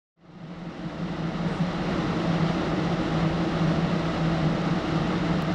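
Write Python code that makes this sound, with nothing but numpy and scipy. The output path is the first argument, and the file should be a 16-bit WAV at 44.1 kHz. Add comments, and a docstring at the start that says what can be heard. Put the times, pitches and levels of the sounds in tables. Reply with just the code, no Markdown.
"""Electric locomotive standing at a platform

Its cooling blowers run in the open air. The fan blades make a hum that throbs in the booming ducts.
Air rushes through the fans, rings the housing and hisses through the side grilles.
The fan shafts add faint steady whines; a brief thin hiss and one tiny tick are also heard.
The sound fades in over the first two seconds."""
import sys
import numpy as np
from scipy import signal
from scipy.fft import rfft, irfft
from scipy.io import wavfile
from scipy.ndimage import uniform_filter1d

SR = 44100
rng = np.random.default_rng(int(sys.argv[2]) if len(sys.argv) > 2 else 0)


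def master(y):
    """Save y as 16-bit WAV."""
    cut = np.clip(np.atleast_2d(y).T, -1, 1)
    pcm = np.round(cut * 32767)  # scale
    wavfile.write(sys.argv[1], SR, pcm.astype(np.int16))


N = 244314
TIME = np.arange(N) / SR
FREQ = np.maximum(np.arange(N // 2 + 1) * SR / N, 1)


def gain(db):
    """Turn decibels into a number to multiply by."""
    return 10 ** (np.asarray(db) / 20)


def normalise(sound):
    """Scale a sound so that its average (rms) size is 1."""
    return sound / np.sqrt(np.mean(sound ** 2))


def curve(rows):
    """Join (time_s, value) rows with straight lines."""
    return np.interp(TIME, *np.transpose(rows))


def noise(shape):
    """Swirling air: noise of size 1, where shape says how strong each pitch is."""
    return normalise(irfft(rfft(rng.standard_normal(N)) * shape, N))


def drift(rate_hz):
    """A smooth random wobble that changes about rate_hz times a second."""
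    return noise(np.exp(-(FREQ / rate_hz) ** 2))


def tone_shape(rows):
    """The strength of every pitch, drawn through (pitch_hz, level_db) rows."""
    hz, db = np.transpose(rows)
    return gain(np.interp(np.log(FREQ), np.log(hz), db, right=-120))


def ring_shape(rows):
    """One peak for each pitch that rings. Air stirs each on its own, so their powers add."""
    peaks = (gain(db) / (1 + ((FREQ - hz ** 2 / FREQ) / width) ** 2) for hz, width, db in rows)
    return np.sqrt(sum(peak ** 2 for peak in peaks))


# One tiny dry tick: start_s, level_db
TICK = (5.4232, -25)

def tick():
    """A single bright click that does not ring."""
    start_s, level_db = TICK
    return gain(level_db) * (np.arange(N) == int(start_s * SR))


# A short, faint swell of high hiss: middle_s, half_length_s, pitch_hz, width_hz, level_db
HISS_SWELL = (1.55, .08, 7700, 1800, -62.5)

def hiss_swell():
    """A thin hiss rises and dies away."""
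    middle_s, half_length_s, pitch_hz, width_hz, level_db = HISS_SWELL
    hiss = noise(np.exp(-((FREQ - pitch_hz) / width_hz) ** 2))
    return hiss * gain(level_db) * np.exp(-((TIME - middle_s) / half_length_s) ** 2)


# The whines of the main blower shaft: cycles_per_turn, level_db
BLOWER_WHINES = [(1, -54.5), (6, -45), (12, -57.5), (18, -50.5), (54, -61.5), (60, -63.5)]
# The whines of a small fast fan: cycles_per_turn, level_db
SMALL_FAN_WHINES = [(3, -53), (8, -67), (15, -70), (16, -72.5), (18, -76.5), (19, -76)]

def shaft_whine(whines, spin_hz, wander, waver_db):
    """Tones follow one spinning shaft. Its speed wanders a little; moving air makes each tone waver."""
    turns = np.cumsum(spin_hz * (1 + wander * drift(2.9))) / SR
    sound = np.zeros(N)
    for cycles_per_turn, level_db in whines:
        strength = np.sqrt(2) * gain(level_db + waver_db * drift(8.6))
        sound += strength * np.sin(2 * np.pi * (cycles_per_turn * turns + rng.random()))
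    return sound


# Air rushing through the fans: pitch_hz, relative_level_db
FAN_RUSH = [(12, -22.5), (24, -5), (33, 0.5), (110, -1), (230, 0.5), (420, -4), (680, -4.5), (930, -9.5),
            (1400, -9), (1620, -14), (2400, -23), (4200, -24.5), (6000, -42), (9000, -65)]
# The broad ringing of the housing and grilles: pitch_hz, width_hz, relative_level_db
HOUSING_RINGS = [(267, 70, 0), (476, 38, -1.5), (563, 165, 0), (659, 45, 0.5), (752, 38, 0),
                 (808, 69, -0.5), (1110, 130, -6.5), (1265, 187, -4), (1930, 570, -9), (2760, 550, -14.5),
                 (3710, 560, -21), (4840, 190, -23), (5440, 260, -28)]
# Air hissing past the grille slats: pitch_hz, relative_level_db
GRILLE_HISS = [(1500, -20.5), (2900, 2.5), (4200, 0.5), (4500, -5), (5100, -4.5), (5650, -5.5), (6250, -11),
               (7400, -14.5), (8000, -21), (8600, -21), (9500, -27.5), (10600, -28.5), (11000, -32),
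               (12200, -36.5), (14000, -51.5)]
# The slow rise and fall of the air flow: time_s, change_db
AIR_FLOW = [(0.2, -1), (0.6, -0.5), (1.2, -0.5), (1.5, 0.1), (1.8, -0.16), (2.5, 1), (3.6, 0.7),
            (4.3, 0.74), (5.54, 0.8)]

def airflow(rush_db, housing_db, hiss_db):
    """Rush, housing and hiss swell and flutter together with the flow. The hiss also flickers alone."""
    rush = gain(rush_db) * noise(tone_shape(FAN_RUSH))
    treble_cut = 1 + (FREQ / 9000) ** 8  # the housing stops ringing above 9000 Hz
    housing = gain(housing_db) * noise(ring_shape(HOUSING_RINGS) / treble_cut)
    flicker_db = 0.67 * drift(rate_hz=70)
    hiss = gain(hiss_db + flicker_db) * noise(tone_shape(GRILLE_HISS))
    flutter_db = 0.48 * drift(rate_hz=9.5)
    return (rush + housing + hiss) * gain(curve(AIR_FLOW) + flutter_db)


def blade_tones(pitch_hz, wander, tone_db, octave_db):
    """Fan blades make a nearly steady tone and one an octave up. 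Levels are relative to the duct noise."""
    phase = 2 * np.pi * np.cumsum(pitch_hz * (1 + wander * drift(rate_hz=3))) / SR
    tone = np.sqrt(2) * gain(tone_db) * np.sin(phase)
    octave = np.sqrt(2) * gain(octave_db) * np.sin(2 * phase)
    return tone, octave


def duct(rings, tone, hold_s, steadiness):
    """Air rings a duct around a fan tone. The pitches lie close together, so they throb at random."""
    ringing = noise(ring_shape(rings)) + tone
    # The steady draught evens out swells longer than hold_s (fully when steadiness is 1).
    window = int(hold_s * SR)
    power = uniform_filter1d(uniform_filter1d(ringing ** 2, window), window)
    return normalise(ringing / np.sqrt(power) ** steadiness)


# The low ringing of the ducts: pitch_hz, width_hz, relative_level_db
BOOM_RINGS = [(162.1, 7, -5.5), (168.8, 11, -3.5), (181.7, 13, -6.5), (175.4, 41, -10.5), (152, 13, -12)]
# The swells and lulls of the boom that stand out: middle_s, half_length_s, change_db
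THROBS = [(0.45, .08, 5.5), (0.65, .035, 4), (0.76, .045, -11), (0.85, .025, 10), (0.92, .04, -11),
          (1.04, .08, 4.5), (1.17, .03, -6), (1.24, .06, 4), (1.47, .05, 5), (1.56, .03, -10),
          (1.61, .04, 7.5), (1.75, .045, -5), (2.21, .025, -7), (2.30, .055, 4.5), (2.42, .027, 6.5),
          (2.49, .022, 5), (2.65, .06, -7), (3.07, .05, -8), (3.15, .02, 4.5), (3.25, .04, 5.5),
          (3.51, .05, -4.5), (3.67, .08, 5.5), (3.84, .025, 5), (3.94, .025, 4), (4.16, .035, -10),
          (4.26, .08, 4.5), (4.45, .04, 6.5), (4.76, .04, 6), (4.84, .06, -12), (4.96, .05, 3.5),
          (5.33, .06, 3)]
# The ringing of the ducts an octave higher: pitch_hz, width_hz, relative_level_db
OCTAVE_RINGS = [(323.6, 14, 0.5), (305.7, 26, -2.5), (335.6, 74, -10), (355, 20, -7)]
# How loud that higher ringing is: time_s, level_db
OCTAVE_LEVEL = [(0.2, -35), (1.3, -34.5), (1.55, -41), (1.95, -33), (2.5, -36), (2.75, -29), (3.0, -33.5),
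                (3.42, -31.5), (3.8, -35), (5.0, -33), (5.54, -34.5)]

def fan_hum(boom_db):
    """The blade tones boom in the ducts, with brief swells and lulls around the level boom_db."""
    tone, octave = blade_tones(pitch_hz=161.5, wander=0.011, tone_db=-5.5, octave_db=-7)
    throb_db = sum(change_db * np.exp(-((TIME - middle_s) / half_length_s) ** 2)
                   for middle_s, half_length_s, change_db in THROBS)
    boom = duct(BOOM_RINGS, tone, hold_s=0.051, steadiness=1)
    upper_ring = duct(OCTAVE_RINGS, octave, hold_s=0.1, steadiness=0.69)
    return boom * gain(boom_db + throb_db) + upper_ring * gain(curve(OCTAVE_LEVEL))


def scene():
    """All the blowers together, heard from the platform in one channel."""
    hum = fan_hum(boom_db=-28.5)
    air = airflow(rush_db=-32, housing_db=-36, hiss_db=-47)
    blower = shaft_whine(BLOWER_WHINES, spin_hz=36.75, wander=0.001793, waver_db=5)
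    small_fan = shaft_whine(SMALL_FAN_WHINES, spin_hz=312.35, wander=0.0004, waver_db=3)
    return (hum + air + blower + small_fan + hiss_swell() + tick())[None]


def record(dry):
    """Fade in evenly from silence and cut off the very highest treble."""
    fade_start_s, fade_end_s, top_hz = 0.16, 1.916, 16000
    fade = np.clip((TIME - fade_start_s) / (fade_end_s - fade_start_s), 0, 1)
    low_pass = signal.ellip(8, 0.2, 70, top_hz, fs=SR, output="sos")
    return signal.sosfilt(low_pass, dry * fade)


dry = scene()
out = record(dry)
master(out)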